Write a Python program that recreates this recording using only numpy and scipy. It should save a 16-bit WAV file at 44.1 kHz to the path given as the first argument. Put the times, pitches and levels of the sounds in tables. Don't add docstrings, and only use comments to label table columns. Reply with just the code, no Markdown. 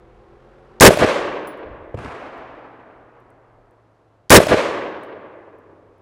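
import sys
import numpy as np
from scipy import signal
from scipy.fft import rfft, irfft
from scipy.io import wavfile
from scipy.ndimage import map_coordinates

SR = 44100
rng = np.random.default_rng(int(sys.argv[2]) if len(sys.argv) > 2 else 0)


def pcm_store(signal):
    levels = np.round(np.clip(np.atleast_2d(signal), -1, 1) * 32767)
    wavfile.write(sys.argv[1], SR, levels.astype(np.int16).T)


def makeup_ratio(level_db):
    decades = np.asarray(level_db, float) / 20
    return 10 ** decades


N = 265041
T = np.arange(N) / SR


def unit(x):
    return x / np.sqrt(np.mean(x ** 2) + 1e-20)


def noise():
    return rng.standard_normal(N)


def along(points, hz):
    f, v = np.transpose(points)
    return np.interp(np.log(hz + 1), np.log(f + 1), v)


def curves(rows):
    s, *cols = np.transpose(rows)
    return [np.interp(T, s, c) for c in cols]


def wobble(rate):
    return map_coordinates(rng.standard_normal(int(N * rate / SR) + 4), [T * rate])


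def coloured(x, spectrum):
    size = 1 << 12
    log_gain = np.log(makeup_ratio(along(spectrum, np.fft.rfftfreq(size, 1 / SR))) + 1e-6)
    cepstrum = irfft(log_gain)
    cepstrum[1:size // 2] *= 2
    cepstrum[size // 2 + 1:] = 0
    pulse = irfft(np.exp(rfft(cepstrum)))
    return signal.oaconvolve(x, pulse / np.linalg.norm(pulse))[:len(x)]


def travelled(x, age, loss_db):
    hz, t, z = signal.stft(x, SR, nperseg=128)
    loss = loss_db * (hz[:, None] / 4000) ** 1.4 * np.interp(t, T, age)
    return signal.istft(z * makeup_ratio(-loss), SR, nperseg=128)[1][:N]


def delayed(x, s):
    return np.pad(x, (round(s * SR), N))[:N]


def ring(modes, attack, count=SR // 4):
    t = T[:count]
    out = np.zeros(count)
    for hz, db, t60 in modes:
        out += makeup_ratio(db + rng.normal(0, .7) - 60 * t / t60) * np.sin(2 * np.pi * hz * t)
    return out * (1 - np.exp(-t / attack))


# frequency in Hz, level in dB per Hz.
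HUSH = [(18, -43.5), (30, -10), (59, -6), (112, 2), (210, -10), (600, -4), (1220, -14.5), (2290, -24),
        (11700, -45.5), (16000, -68)]
# centre in seconds, level in dB, half length in seconds.
GUSTS = [
    (0, -49.5, 0.28),
    (1.15, -54, .2),
    (1.78, -41.5, .12),
    (2.35, -56, .25),
    (3.3, -65, .4),
    (4.7, -66, .15),
]
CALM_DB = -76


def air():
    gust = coloured(noise(), [(10, -7.5), (30, -2.5), (60, -6), (120, -16), (400, -50.5), (900, -91)])
    blow = makeup_ratio(CALM_DB) + sum(makeup_ratio(db) * np.exp(-((T - s) / half) ** 2) for s, db, half in GUSTS)
    return blow * makeup_ratio(3 * wobble(9)) * gust + makeup_ratio(-60.5) * coloured(noise(), HUSH)


# time in seconds, shaft speed in turns a second, load (overtones) in dB.
ENGINE = [
    (0, 41.8, -49),
    (.75, 45.3, -45),
    (1.6, 44, -56),
    (2.6, 41, -60),
    (4.2, 36, -70),
    (5, 33, -64),
    (6.01, 32.6, -56),
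]
# multiple of the shaft speed, level in dB.
ORDER = [(1, -1), (2, -16), (4, -19.5), (5, -4), (6, -15), (8, 2.5), (9, -3), (10, -5.5), (11, -8),
         (12, -1), (13, -9), (17, -5.5), (19, -12.5), (25, -10.5)]
# frequency in Hz, level in dB per Hz.
ROAR = [(35, -24.5), (60, -3), (86, -10.5), (217, -14), (271, -14.5), (338, -1), (482, -4.5), (629, -11),
        (839, -9.5), (1430, -13.5), (1630, -16.5), (12000, -54.5), (15600, -90), (22000, -120)]
FIRING_DB, FIRING_FOLLOWS = -60, .15


def engine():
    speed, overtones_db = curves(ENGINE)
    firing_db = FIRING_DB + FIRING_FOLLOWS * (overtones_db - overtones_db.mean())
    turn = 2 * np.pi * np.cumsum(speed) / SR
    stack = np.zeros(N)
    for k, db in ORDER:
        phase = k * turn + 0.073 * k * wobble(6.7) + rng.uniform(0, 6)
        stack += makeup_ratio(db + 2.5 * wobble(22)) * np.sin(phase)
    roar = coloured(noise(), ROAR) * makeup_ratio(-6.5 + 1.5 * np.sin(turn))
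    firing = makeup_ratio(firing_db + 0.5 + 1.5 * wobble(7.2)) * np.sin(3 * turn + 0.4 * wobble(8.0))
    return makeup_ratio(overtones_db) * (stack / 3 + roar) + firing


# first trees and build-up in s, level in dB, loss in dB a second,
# spreading in dB for a tenfold path.
WOODS_BOOM = (0.1875, 0.04, -10.5, 14.5, 21)
WOODS_CRACK = (0.23, .04, -16, 44, 12)
WOODS_FAR = (0.0167, 0.11, -28, 10, 11)
SPREAD_S = .3


def woods(age, first, builds, db, loss_db, spread_db):
    late = np.clip(age - first, 0, None)
    level_db = db - loss_db * late - spread_db * np.log10(1 + late / SPREAD_S)
    return makeup_ratio(level_db) * (1 - np.exp(-late / builds))


# start in seconds, frequency in Hz, level in dB, t60 in seconds, sign of the first swing.
FAR_GUN = [
    (1.9429, 490, -14.5, .022, -1),
    (1.9455, 100, -19, .07, 1),
    (1.9518, 300, -21, .02, -1),
]
# start in seconds, level in dB, thump level in dB.
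FAR_SLAPS = [
    (1.945, -35.5, -35.5),
    (1.974, -36, -32.5),
    (1.988, -33, -37.5),
    (2.02, -50, -37),
    (2.048, -33, -35.5),
    (2.06, -40, -43),
    (2.12, -41, -46.5),
]
# frequency in Hz, level in dB per Hz.
FAR_TONE = [(30, -32.5), (90, -17), (190, -13), (270, -2.5), (690, -0.5), (1100, -3), (1700, -7.5),
            (2600, -13.5), (3500, -22), (6000, -30), (10000, -33), (13000, -46), (18000, -89.5)]


def far_gun():
    thud = sum(sign * delayed(ring([(hz, db, t60)], .0004), s) for s, hz, db, t60, sign in FAR_GUN)
    age = np.clip(T - FAR_GUN[0][0], 0, None)
    slap_env = woods(age, *WOODS_FAR) * makeup_ratio(0.9 * wobble(60))
    thump_env = np.zeros(N)
    for s, db, thump_db in FAR_SLAPS:
        slap_env += delayed(makeup_ratio(db - 60 * T[:SR] / 0.028), s)
        thump_env += delayed(makeup_ratio(thump_db - 60 * T[:SR] / .15), s)
    low = [(20, -27), (70, -0.5), (150, -3.5), (500, -16.5), (1500, -49), (9000, -110)]
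    rumble = coloured(thump_env * noise(), low)
    return thud + rumble + travelled(coloured(slap_env * noise(), FAR_TONE), age, 16)


# start in seconds, level in dB, centre in Hz.
TICKS = [
    (2.0465, -41, 3600),
    (2.378, -64, 13000),
    (3.2025, -69, 10000),
    (3.3033, -63, 9000),
    (3.7099, -68, 10020),
    (5.047, -59, 10000),
    (5.5873, -66, 11000),
    (5.9819, -69.5, 10000),
]
# seconds after the shot, level in dB, centre in Hz.
EJECT = [
    (.1117, -29, 8495),
    (.165, -32, 14410),
    (.1655, -28, 5000),
]
# landing in seconds, tick level in dB, hop in seconds, brass ring in dB.
LANDINGS = [
    (1.474, -40, .1, -38),
    (5.035, -51, .03, -90),
]
# time after landing in hops, level in dB relative to the landing.
SKIPS = [
    (-.02, -4),
    (1, -22),
    (1.12, -25),
]
# frequency in Hz, level in dB, t60 in seconds.
BRASS = [(10700, -3, .12), (10950, 3, .02), (15060, -10, .14), (15270, -11, .11)]
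HAMMER_S, HAMMER_DB = .0068, -13
TICK_T60 = .012


def ticks():
    contacts = list(TICKS)
    for shot, *_ in SHOTS:
        contacts.append((shot - HAMMER_S, HAMMER_DB, 5000))
        contacts += [(shot + after, db, hz) for after, db, hz in EJECT]
    for s, db, hop, _ in LANDINGS:
        contacts += [(s + hops * hop, db + under, 9800) for hops, under in [(0, 0)] + list(SKIPS)]
    out, t = np.zeros(N), T[:SR // 20]
    for s, db, hz in contacts:
        band = [(hz / 4, -36), (hz / 1.5, -9), (hz, 0), (hz * 1.4, -9), (hz * 3, -26), (hz * 5, -60)]
        burst = makeup_ratio(db - 60 * t / TICK_T60) * rng.standard_normal(len(t))
        out += delayed(coloured(burst, band), s)
    return out + sum(makeup_ratio(ring_db) * delayed(ring(BRASS, .0006), s) for s, *_, ring_db in LANDINGS)


# begin and end in seconds after the shot, strength in dB,
# leafiness in dB (more crack, less thump).
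SURFACES = [
    (0, .003, 0, 4),
    (.006, .062, 4.5, -2),
    (.056, 0.072, 4.5, -5),
    (.07, 0.082, -6, -11),
    (.085, .136, -16.5, -0.5),
    (.125, 0.173, -22.5, 2),
    (.176, .205, -15, 1),
    (0.199, .24, -11, -5),
    (.267, .285, -22, 0),
]
RISE_SHARE = .15
THUMP_DB, CRACK_DB = -6, -6


def blast_envelopes():
    power = np.array([0 * T, woods(T, *WOODS_BOOM) ** 2, woods(T, *WOODS_CRACK) ** 2])
    t = T[:SR // 2]
    for start, end, db, leafy_db in SURFACES:
        rise = RISE_SHARE * (end - start)
        layer_db = [db + THUMP_DB - leafy_db, db, db + CRACK_DB + leafy_db]
        lit = 1 - np.exp(-np.clip(t - start, 0, None) / rise)
        lit *= np.exp(-np.clip(t - end, 0, None) / .004)
        power[:, :len(t)] += np.outer(makeup_ratio(layer_db), lit) ** 2
    return np.sqrt(power)


# delay in seconds, level in dB.
ECHOES = [
    (.0992, 4),
    (.1655, -8),
    (.167, -10),
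    (.191, -11),
    (.2145, -1),
    (.218, -3),
    (.242, -5),
    (.268, -7),
    (.323, -17),
    (.379, -14),
]
# frequency in Hz, level in dB, t60 in seconds.
SLAP = [(620, 0, .025), (1500, -9, .008), (3000, -14, .004)]


def flat_echoes():
    return sum(-makeup_ratio(db) * delayed(ring(SLAP, .0001), delay) for delay, db in ECHOES)


def muzzle_pulse():
    u = np.clip(T - .0018, 0, None) / .0016
    return makeup_ratio(9.0) * (u > 0) * (1 - u) * np.exp(-u)


# start in seconds, blast level in dB, bolt slam in seconds after the shot.
SHOTS = [
    (0.8073, -2.5, 0.054),
    (4.3034, -3, 0.059),
]
# frequency in Hz, level in dB per Hz.
THUMP = [(15, -34), (50, -9), (120, -5), (200, -5), (330, 0), (500, -3), (900, -18), (2000, -50),
         (9000, -100)]
# frequency in Hz, level in dB per Hz.
BOOM = [(35, -51.5), (60, -26), (172, -17.5), (256, -14), (315, -5.5), (566, -3), (785, -12.5), (1110, -8),
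        (1340, -15), (1580, -11.5), (1820, -14), (2650, -17), (13300, -43), (16000, -75.5)]
# frequency in Hz, level in dB per Hz.
CRACK = [(300, -41), (900, -9), (1900, 4), (3000, -12.5), (6000, -2), (11000, -5.5), (16000, -14),
         (21000, -36.5)]
# frequency in Hz, level in dB per Hz.
RUSTLE = [(600, -40.5), (1500, -6.5), (2600, -3), (5000, -6.5), (8000, -4.5), (11000, -4), (14000, -12.5),
          (16000, -18.5), (21000, -50)]
# frequency in Hz, level in dB, t60 in seconds.
BOLT = [(3750, -7, .035), (5430, 0, .035), (5720, -3, .03), (7600, -12, .02)]
LEAVES_S = .085


def rifle():
    thump_env, boom_env, crack_env = blast_envelopes()
    ground = coloured(thump_env * noise(), THUMP) + muzzle_pulse() + flat_echoes()
    trunks = unit(noise() * makeup_ratio(1.5 * wobble(70)))
    out = np.zeros(N)
    for s, db, slam in SHOTS:
        boom = coloured(boom_env * unit(trunks + .4 * noise()), BOOM)
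        hiss = crack_env * noise()
        crack = coloured(hiss * (T < LEAVES_S), CRACK)
        rustle = travelled(coloured(hiss * (T >= LEAVES_S), RUSTLE), T, 20)
        out += delayed(makeup_ratio(db) * (ground + crack + rustle + travelled(boom, T, 24)), s)
        out += makeup_ratio(-53) * delayed(ring([(12758, 0, .9)], .003, count=SR), s + .07)
        out += makeup_ratio(3.5) * delayed(ring(BOLT, 0.0011), s + slam)
    return out


def scene():
    return (air() + engine() + far_gun() + ticks() + rifle())[None]


def low_pass(x):
    return signal.sosfilt(signal.butter(12, 16000, fs=SR, output="sos"), x)


def record(dry):
    low_cut = signal.butter(2, 27, "high", fs=SR, output="sos")
    dry = signal.sosfilt(low_cut, dry)
    flat = dry / (1 + np.abs(dry / .99) ** 10) ** (1 / 10)
    return low_pass(flat)


dry = scene()
out = record(dry)
pcm_store(out)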